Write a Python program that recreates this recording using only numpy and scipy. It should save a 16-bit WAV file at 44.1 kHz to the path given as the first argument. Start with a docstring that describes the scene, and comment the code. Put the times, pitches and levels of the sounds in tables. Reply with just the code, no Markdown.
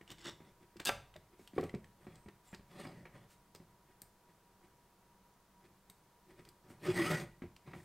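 """Folding frame on a desk

Close microphone, small quiet room: a frame of hard plastic links is handled on a desk, dead centre.
Its catch creaks and lets go, a slider rasps to its stop; the frame is folded, stood up, fiddled with
and dragged round, rubbing and squealing. Links click as their edges snap past each other, and knocks
ring the desk top. Behind it all, in stereo, lie room air and the faint whine of a fan."""
import sys
import numpy as np
from scipy import signal
from scipy.fft import rfft, irfft, next_fast_len
from scipy.io import wavfile
from scipy.ndimage import uniform_filter1d, map_coordinates

SR = 44100
rng = np.random.default_rng(int(sys.argv[2]) if len(sys.argv) > 2 else 0)


def log_audio(samples):
    """Write samples as a 16-bit WAV file to the path given in sys.argv[1]."""
    # one column per channel
    frames = np.atleast_2d(samples).T
    # limit to full scale, then quantise
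    limited = np.clip(frames, -1, 1)
    pcm = np.round(limited * 32767).astype(np.int16)
    wavfile.write(sys.argv[1], SR, pcm)


N = 345744
TIME = np.arange(N) / SR
AGE = TIME[:SR // 2]  # time since a blow [s]

# Event levels are relative within each table.
# the frame knocks on the desk: (time [s], level [dB], pitch [Hz], clack re knock [dB])
KNOCKS = [(0.011, -54.5, 317, -0.5), (0.115, -47.5, 125, -15), (0.403, -47.5, 330, -8.5),
          (0.758, -47.5, 347, -17), (0.802, -47.5, 302, 2.5), (1.158, -44.5, 603, -10),
          (1.394, -47, 365, -11), (1.534, -46.5, 257, -12), (1.564, -37.5, 295, -16),
          (1.58, -20.5, 386, -14), (1.582, -29, 750, -24), (1.584, -33, 1120, -33), (1.63, -31.5, 376, -15),
          (1.637, -31, 412, -16), (1.741, -29.5, 205, -19.5), (2.068, -41, 194, -9),
          (2.261, -45.5, 177, -13), (2.283, -48.5, 367, -4), (2.529, -42, 171, -4.5),
          (2.595, -46.5, 165, -14), (2.851, -38.5, 243, -4.5), (3.029, -47, 155, -24),
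          (3.054, -53, 760, 8.5), (3.549, -52, 420, -2.5), (3.6, -49, 204, -13), (4.019, -55, 180, -1.5),
          (5.897, -54.5, 163, -5), (6.702, -43.5, 305, -10), (7.42, -38, 238, -6), (7.44, -39.5, 348, -13),
          (7.676, -42.5, 138, -7), (7.734, -43.5, 268, 2), (7.762, -44, 131, -25)]
# links and screws click: (time [s], level [dB], body [dB], pitch [Hz])
CLICKS = [(0.012, -48, 10, 1870), (0.077, -49.5, 1, 2900), (0.103, -42.5, -4, 2980), (0.118, -45, -7, 3440),
          (0.183, -48, 4, 3550), (0.209, -53, 4, 5350), (0.768, -49.5, 0, 4900), (0.797, -41.5, 9, 1650),
          (0.8, -36, -1, 1640), (0.817, -46, 4, 3400), (0.8512, -30, -10, 4960), (0.856, -26, -14, 4330),
          (0.871, -30, -9, 3500), (1.14, -50, 7, 3350), (1.163, -48, 0, 3630), (1.475, -45, -4, 2860),
          (1.61, -46.5, -4, 4200), (1.638, -46.5, -5, 4500), (1.694, -45, 5.5, 2000),
          (1.748, -46.5, 4, 5300), (1.843, -52.5, 2, 1780), (2.156, -53.5, -5, 7800),
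          (2.285, -45.5, 8, 2270), (2.538, -43, 13, 1950), (2.546, -42, 1, 4940), (3.549, -46, -7, 5000),
          (3.559, -51, -9, 4940), (4.0185, -41.5, -23, 4800), (5.899, -46.5, -17, 3600),
          (6.451, -51.5, -7, 4700), (6.489, -51, -16, 4800), (7.564, -50, -1, 5070)]
# the slider hits its stop: (time [s], level [dB])
STOP_HITS = [(0.892, -17), (0.897, -26)]
# the thumb presses the catch: (start [s], length [s], level [dB])
PRESSES = [(0.1, 0.023, -55), (0.191, 0.051, -61.5), (0.257, 0.032, -45.5)]
# the frame is pushed over the desk: (start [s], length [s], level [dB], tilt [dB/octave])
STROKES = [(0.451, 0.042, -69.5, -0.5), (1.556, 0.11, -69.5, 2), (2.016, 0.17, -71.5, -1.5),
           (2.456, 0.09, -75, 4), (2.713, 0.058, -62.5, -0.5), (2.804, 0.046, -55.5, -0.4),
           (2.878, 0.13, -65, -2.5), (3.146, 0.035, -63.5, -2.3), (3.221, 0.03, -73, -2.5),
           (6.655, 0.087, -71.5, -3.1), (6.836, 0.016, -63, 1), (6.866, 0.044, -46, -1),
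           (6.964, 0.11, -43.5, 0.1), (7.108, 0.041, -43, 0), (7.188, 0.014, -49, 0.1),
           (7.225, 0.026, -67.5, -4), (7.672, 0.13, -68, -2)]
# friction squeals: (start [s], length [s], first pitch [Hz], last pitch [Hz], level [dB])
SQUEALS = [(2.13, 0.14, 8450, 8400, -82), (2.47, 0.05, 7500, 7400, -73.5), (6.886, 0.0078, 360, 362, -33),
           (6.962, 0.079, 363, 319.6, -40.5), (6.999, 0.011, 333.4, 324, -37),
           (6.968, 0.056, 1930, 1940, -41), (6.998, 0.16, 1105, 1472, -48), (7.052, 0.12, 1915, 1920, -49)]
# fingers nudge the frame: (time [s], level [dB])
NUDGES = [(0.631, -61.5), (1.34, -65.5), (3.70, -70.5), (3.91, -66.5), (4.30, -67), (4.648, -62.5),
          (5.654, -61), (6.311, -58), (6.397, -55.5), (6.478, -61.5)]
# a finger brushes along a link: (start [s], length [s], level [dB])
BRUSHES = [(1.394, 0.06, -72.5), (3.308, 0.022, -67), (6.704, 0.0087, -66), (7.754, 0.095, -71.5)]

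# modes of the frame lying on the desk, and of the stop: (frequency [Hz], level [dB], t60 [s])
DESK_MODES = [(87, -15.5, 0.3), (164.4, -7.5, 0.15), (204.7, -9.5, 0.14), (361, -6, 0.12), (406, -14, 0.16),
              (568, -13.5, 0.099), (711, -11.5, 0.035)]
STOP_MODES = [(50.2, -28, 1), (100, -30, 0.79), (390, -14, 0.09), (577.6, -10.5, 0.19), (740, -15, 0.096),
              (1185, -6, 0.084), (1348, -10.5, 0.12), (1563, -9, 0.082), (1634, -12, 0.057),
              (2400, -17, 0.036), (2560, -11, 0.045)]
# modes of a plastic link: (frequency [Hz], level [dB])
LINK_MODES = [(1020, -17), (1150, -0.5), (1330, -1), (1640, -2), (1925, 1.5), (2250, -2.5), (2450, -20.5)]
# resonances of the dragged frame, the slider and the catch: (frequency [Hz], width [Hz], level [dB])
FRAME_PEAKS = [(164.5, 63, -0.5), (366, 93, -2), (573, 66, -6.5), (748, 43, -7.5), (1232, 58, -11.5),
               (1910, 360, -13), (2220, 180, -15), (2460, 85, -13.5), (3370, 47, -15), (4960, 150, -22),
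               (8200, 380, -21.5), (8900, 270, -21.5), (11700, 270, -27.5)]
SLIDER_PEAKS = [(366, 99, -1.5), (1660, 160, -4.5), (2720, 370, -5.5), (3600, 420, -1.5), (4810, 420, -6),
                (6120, 230, -10.5), (8750, 1200, -16.5), (12200, 640, -17), (13500, 610, -22)]
CATCH_PEAKS = [(335, 100, 8.5), (1970, 220, -3), (2900, 290, -2.5), (3590, 520, -0.5), (4400, 91, -2),
               (5700, 490, -9.5), (7750, 590, -19)]
# spectra of friction at the frame, slider, catch and skin: (frequency [Hz], level [dB])
RUB_COLOUR = [(40, -40), (75, -51), (110, -2.5), (250, -8.5), (450, -15), (900, -15.5), (1700, -18.5),
              (2600, -20), (4200, -23.5), (7400, -30.5), (10200, -34.5), (15500, -39)]
RASP_COLOUR = [(60, -35), (130, -6), (400, -9.5), (1100, -7), (2400, -12), (4500, -17), (7000, -13.5),
               (10500, -18), (13500, -27), (15500, -29)]
CREAK_COLOUR = [(60, -27), (110, 0), (300, -3), (700, -6.5), (1800, -2.5), (4000, -28), (8500, -27),
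                (10000, -30), (15500, -38)]
SKIN_COLOUR = [(300, -20), (1500, 2), (3000, -1), (5000, -3), (8500, -1), (11000, -7), (15500, -9)]
# spectra of broad blows, small contacts and the booming desk top: (frequency [Hz], level [dB])
CLACK_COLOUR = [(100, -64), (300, -4), (800, 1.5), (1300, -7.5), (2300, -3.5), (3200, -15.5), (6000, -26.5),
                (15000, -37)]
TICK_COLOUR = [(300, -4), (1000, 2.5), (2000, 4.5), (2900, 6), (3800, 1.5), (4900, -1.5), (6400, -4.5),
               (8400, -0.5), (10500, -11), (13000, 1.5), (15500, -9)]
BOOM_COLOUR = [(20, -17), (34, -16), (49, -8.5), (66, -22), (98, -10.5), (135, -9.5), (220, -55),
               (600, -95)]

# decay of the small room: (frequency [Hz], t60 [s])
ROOM_DECAY = [(100, 0.44), (400, 0.39), (2000, 0.39), (7000, 0.34), (14000, 0.26)]
# the fan's noise bands: (frequency [Hz], width [Hz], level [dB])
FAN_BANDS = [(191.8, 13, -80), (954.6, 19, -84), (1006, 430, -82.5)]
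# spectrum of room air and microphone hiss: (frequency [Hz], level [dB])
AIR_COLOUR = [(20, -7), (32, -8), (50, -1.5), (65, -8.5), (100, -8), (190, -5), (250, -12), (360, -8.5),
              (550, -12.5), (800, -12.5), (1050, -14), (1400, -16.5), (2600, -23.5), (15500, -27.5)]
# how alike that air is left and right: (frequency [Hz], correlation [0-1])
AIR_LIKENESS = [(60, 0.97), (180, 0.99), (550, 0.97), (1650, 0.98), (4970, 0.47), (15000, 0.4)]


def knocks():
    """The frame lands with a thump that rings desk and links, then rocks back, softer and lower."""
    out = np.zeros(N)
    rebounds = [(s + 0.014, db - 8, hz * 0.634, clack_db) for s, db, hz, clack_db in KNOCKS]
    link_modes = [(hz, db, 0.035) for hz, db in LINK_MODES]  # hard plastic damps them all quickly
    for s, db, hz, clack_db in list(KNOCKS) + rebounds:
        swing = np.sin(2 * np.pi * hz * AGE) * amp(-60 * AGE / 0.031) * (1 - np.exp(-AGE / 0.0021))
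        thump = np.gradient(swing) * SR / (2 * np.pi * hz)  # the air follows the surface's speed
        hardness_db = 0.19 * (db + 35.5)  # per octave: a hard blow is brief and reaches higher modes
        modes = [(f, level + hardness_db * np.log2(f / 400), t60) for f, level, t60 in DESK_MODES]
        desk = amp(-7.5) * ring(modes, scatter_db=2.5)
        links = amp(-11.5) * ring(link_modes, scatter_db=2.5)
        clack = amp(-3.5) * crack(colour(CLACK_COLOUR), 0.0023, t60=0.029, rattle=(-15, 0.26))
        add(out, s, amp(db) * (amp(5) * thump + desk + amp(clack_db) * (links + clack)))
    return out


def clicks():
    """Hard edges scuff, then snap past each other; small contacts are brighter and quicker."""
    out = np.zeros(N)
    ping_db, ping_width = 8, 0.13  # the struck part's resonance; width as a share of its pitch
    for s, db, body_db, hz in CLICKS:
        edge_db = -10 - 0.66 * body_db  # the less body, the keener the edge
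        screw_db = 0.67 * max(-body_db - 6, 0)  # with little body, a screw's own ping stands out
        tilt = [(2300, body_db), (4600, 0), (6500, 0.022), (8400, screw_db), (11000, edge_db)]
        ping = lambda f: ping_db * band(f, hz, ping_width * hz)
        response = lambda f: amp(along(TICK_COLOUR, f) + along(tilt, f) + ping(f))
        tick = crack(response, 0.00011 * amp(-edge_db), t60=0.015, rattle=(-16.5, 0.12))
        scuff = crack(response, 0.0024, t60=0.011, rattle=(-19, 0.054))
        add(out, s, amp(db - 3) * tick)
        add(out, s - 0.005, amp(db - 15 + min(body_db, 0)) * scuff)
    return out


def slider(start_s=0.852, end_s=0.894, rasp_db=-35):
    """The slider rasps along its ridged track and slams into the stop, which shakes the desk."""
    grain = slips(rate=9000, spread_db=2) * amp(2.2 * wobble(300))
    rasp = unit(filtered(grain, resonant(RASP_COLOUR, SLIDER_PEAKS, peak_db=3)))
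    launch = np.clip((TIME - start_s) / 0.019, 0, 1)
    halt = amp(-60 * np.maximum(TIME - end_s, 0) / 0.0051)
    out = amp(rasp_db) * launch * halt * rasp
    for s, db in STOP_HITS:
        slam = amp(-7) * crack(colour(CLACK_COLOUR), 0.00027, t60=0.017, rattle=(-18, 0.18))
        add(out, s, amp(db) * (slam + amp(-13) * ring(STOP_MODES, scatter_db=3.5)))
    return out


def catch():
    """Under the thumb the catch sticks and slips in uneven jerks, and its edge snags with tiny ticks."""
    pressure = sum(amp(db) * swell(s, length, rise_s=0.017, fall_s=0.04) for s, length, db in PRESSES)
    jerk_hz = 140 * amp(2.25 * wobble(59.5))
    grain = slips(rate=6800, spread_db=4.5) * amp(2.4 * np.cos(phase(jerk_hz)))
    creak = unit(filtered(grain, resonant(CREAK_COLOUR, CATCH_PEAKS, peak_db=2)))
    thin = [(2300, -12), (4600, 2), (8400, 3.5), (11000, -12.5)]
    tick = crack(colour(TICK_COLOUR, thin), 0.00049, t60=0.016, rattle=(-27, 0.044))
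    snags = unit(signal.fftconvolve(slips(rate=400, spread_db=6), tick)[:N])
    return pressure * (amp(-0.5) * creak + amp(-7) * snags)


def drags(pivot_hz=1600):
    """Screw heads and edges rub over the desk: the frame shudders, the links rub, the grit hisses."""
    grain = slips(rate=8000, spread_db=2.5) * amp(1.8 * wobble(110))
    grain = moving_contact(grain, depth_db=3)
    friction = unit(filtered(grain, resonant(RUB_COLOUR, FRAME_PEAKS, peak_db=0.5)))
    octaves = lambda hz: np.log2(np.clip(hz, 150, 9000) / pivot_hz)
    out = np.zeros(N)
    for s, length, db, tilt_db in STROKES:
        push = amp(db) * swell(s, length, rise_s=0.042, fall_s=0.055)
        near = np.abs(TIME - s) < 0.5
        out[near] += filtered((push * friction)[near], lambda hz: amp(tilt_db * octaves(hz)))
    return out * amp(4 + 0.77 * wobble(28))  # the hand does not push evenly


def moving_contact(x, depth_db):
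    """As the point of contact moves, different bands of the upper modes come forward."""
    hz, _, spectrum = signal.stft(x, SR, nperseg=512)
    patches = uniform_filter1d(rng.standard_normal(spectrum.shape), size=4, axis=0)
    patches = unit(uniform_filter1d(patches, size=12, axis=1))
    upper = np.clip(hz / 1500, 0, 1)[:, None]
    return signal.istft(spectrum * amp(depth_db * upper * patches), SR, nperseg=512)[1][:N]


def squeals():
    """Friction makes single resonances sing and glide as the frame turns."""
    out = np.zeros(N)
    for s, length, start_hz, end_hz, db in SQUEALS:
        glide = phase(np.interp(TIME, [s, s + length], [start_hz, end_hz]))
        width_hz = 32 + 0.055 * start_hz
        flutter = unit(filtered(rng.standard_normal((2, N)), lambda hz: band(hz, 0, width_hz)))
        purity = 750 / start_hz  # low squeals are mostly tone, high ones mostly noise
        tone = unit((flutter[0] + purity) * np.cos(glide) + flutter[1] * np.sin(glide))
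        out += amp(db) * swell(s, length, rise_s=0.016, fall_s=0.028) * tone
    return out


def nudges():
    """A fingertip rocks the frame softly: a brief swell of its low resonances."""
    touch = sum(amp(db) * np.exp(-np.abs(TIME - s) / 0.018) for s, db in NUDGES)
    soft = colour([(100, -4.5), (230, -3.5), (360, 2.5), (550, -5.5), (2000, -5.5), (9000, -9)])
    frame = resonant(RUB_COLOUR, FRAME_PEAKS, peak_db=3)
    body = filtered(slips(rate=3400, spread_db=3.5), lambda hz: frame(hz) * soft(hz))
    return amp(1.5) * touch * unit(body)


def brushes():
    """Skin slides over smooth plastic with a soft hiss."""
    touch = sum(amp(db) * swell(s, length, rise_s=0.029, fall_s=0.051) for s, length, db in BRUSHES)
    return touch * noise(colour(SKIN_COLOUR))


def desk_boom(handling, lag_s=0.064, loud_db=-35.5):
    """The desk top booms faintly, the more so the harder the frame is handled."""
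    keep = np.exp(-1 / (lag_s * SR))
    effort = signal.lfilter([1 - keep], [1, -keep], np.abs(handling)) / amp(loud_db)
    return amp(-58.5) * effort ** 0.47 * noise(colour(BOOM_COLOUR))


def room(x, sway_hz=4):
    """The moving frame excites the room from changing places: the sound sways between two echoes."""
    place = 2 * np.pi * sway_hz * TIME
    shares = np.cos(place), np.sin(place)
    return sum(signal.fftconvolve(x * share, reflections())[:N] for share in shares)


def reflections():
    """Near walls answer within milliseconds; each frequency dies at its own speed."""
    hz, t, spectrum = signal.stft(rng.standard_normal(SR), SR, nperseg=256)
    decay = amp(-60 * t / along(ROOM_DECAY, hz)[:, None])
    tail = signal.istft(spectrum * decay, SR, nperseg=256)[1]
    tail *= 1 - np.exp(-TIME[:len(tail)] / 0.0016)
    return tail / np.linalg.norm(tail)


def fan(whine_hz=960.4):
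    """A fan in the background: bands of noise and a faint, slightly wandering whine."""
    blades = sum(amp(db) * noise(lambda f: band(f, hz, width)) for hz, width, db in FAN_BANDS)
    whine = unit(np.sin(phase(whine_hz + 4 * wobble(25))))
    return blades + amp(-78.5) * whine


def room_tone():
    """Room air and microphone hiss, nearly mono in the lows and wider in the treble."""
    spread = lambda hz: np.arccos(along(AIR_LIKENESS, hz)) / 2
    response = lambda hz: amp(along(AIR_COLOUR, hz)) * [np.cos(spread(hz)), np.sin(spread(hz))]
    mid, side = filtered(rng.standard_normal((2, N)), response)
    return amp(-69.5) * unit(np.array([mid + side, mid - side]))


def ring(modes, scatter_db):
    """Struck modes, at new strengths for every blow."""
    out = np.zeros(len(AGE))
    for hz, db, t60 in modes:
        decay = amp(db + scatter_db * rng.standard_normal() - 60 * AGE / t60)
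        out += decay * rng.choice([-1, 1]) * np.sin(2 * np.pi * hz * AGE)
    return out


def crack(response, rise_s, t60, rattle):
    """A contact's dense upper modes: a burst, then the joints' weaker rattle (level [dB], t60 [s])."""
    rattle_db, rattle_t60 = rattle
    decay = amp(-60 * AGE / t60) + amp(rattle_db - 60 * AGE / rattle_t60)
    return noise(response, len(AGE)) * (1 - np.exp(-AGE / rise_s)) * decay


def slips(rate, spread_db):
    """Tiny random slips of one rough face over another, rate a second."""
    impulses = (rng.random(N) < rate / SR) * rng.choice([-1, 1], N)
    return impulses * amp(spread_db * rng.standard_normal(N))


def swell(start, length, rise_s, fall_s):
    """Gain of one push of the hand: rise, hold, fall; the slopes are in seconds per 20 dB."""
    outside = np.maximum((start - TIME) / rise_s, (TIME - start - length) / fall_s)
    return amp(-20 * np.clip(outside, 0, 10))


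def resonant(broad, peaks, peak_db):
    """Response of a part: resonances standing on a broad colour."""
    def response(f):
        peak_power = sum((amp(db + peak_db) * band(f, hz, width)) ** 2 for hz, width, db in peaks)
        return np.sqrt(amp(along(broad, f)) ** 2 + peak_power)
    return response


def colour(*curves):
    """Response of (frequency [Hz], level [dB]) curves in series."""
    return lambda hz: amp(sum(along(curve, hz) for curve in curves))


def band(hz, centre, width):
    """A resonance peak of height 1, falling to half at the edges of its width."""
    return 1 / (1 + (2 * (hz - centre) / width) ** 2)


def noise(response, n=N):
    """Coloured noise at rms 1."""
    return unit(filtered(rng.standard_normal(n), response))


def filtered(x, response):
    """Shape x by a gain that depends on frequency."""
    n = x.shape[-1]
    padded = next_fast_len(n + 8192)
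    return irfft(rfft(x, padded) * response(np.fft.rfftfreq(padded, 1 / SR)), padded)[..., :n]


def wobble(rate):
    """A smooth random curve, rate knots a second."""
    return map_coordinates(rng.standard_normal(int(N * rate / SR) + 4), [TIME * rate], order=1)


def phase(hz):
    """Running phase of a changing pitch."""
    return 2 * np.pi * np.cumsum(hz) / SR


def along(points, hz):
    """Read (frequency [Hz], value) points on a log axis."""
    knots, values = np.transpose(points)
    return np.interp(np.log(hz + 1), np.log(knots + 1), values)


def add(track, s, sound):
    """Mix a sound into the track at time s."""
    part = track[max(round(s * SR), 0):][:len(sound)]
    part += sound[:len(part)]


def amp(db):
    """Decibels to gain."""
    return 10 ** (np.asarray(db) / 20)


def unit(x):
    """Scale to rms 1."""
    return x / np.sqrt(np.mean(x ** 2) + 1e-20)


def scene():
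    """The handling sits close and central, with a little room on it; air and fan lie behind."""
    handling = knocks() + clicks() + nudges() + catch() + slider() + drags() + squeals() + brushes()
    return handling + amp(-11) * room(handling) + desk_boom(handling) + room_tone() + fan()


def record(dry, top_hz=15800):
    """The microphone chain passes nothing above its band limit."""
    return filtered(dry, lambda hz: hz < top_hz)


dry = scene()
out = record(dry)
log_audio(out)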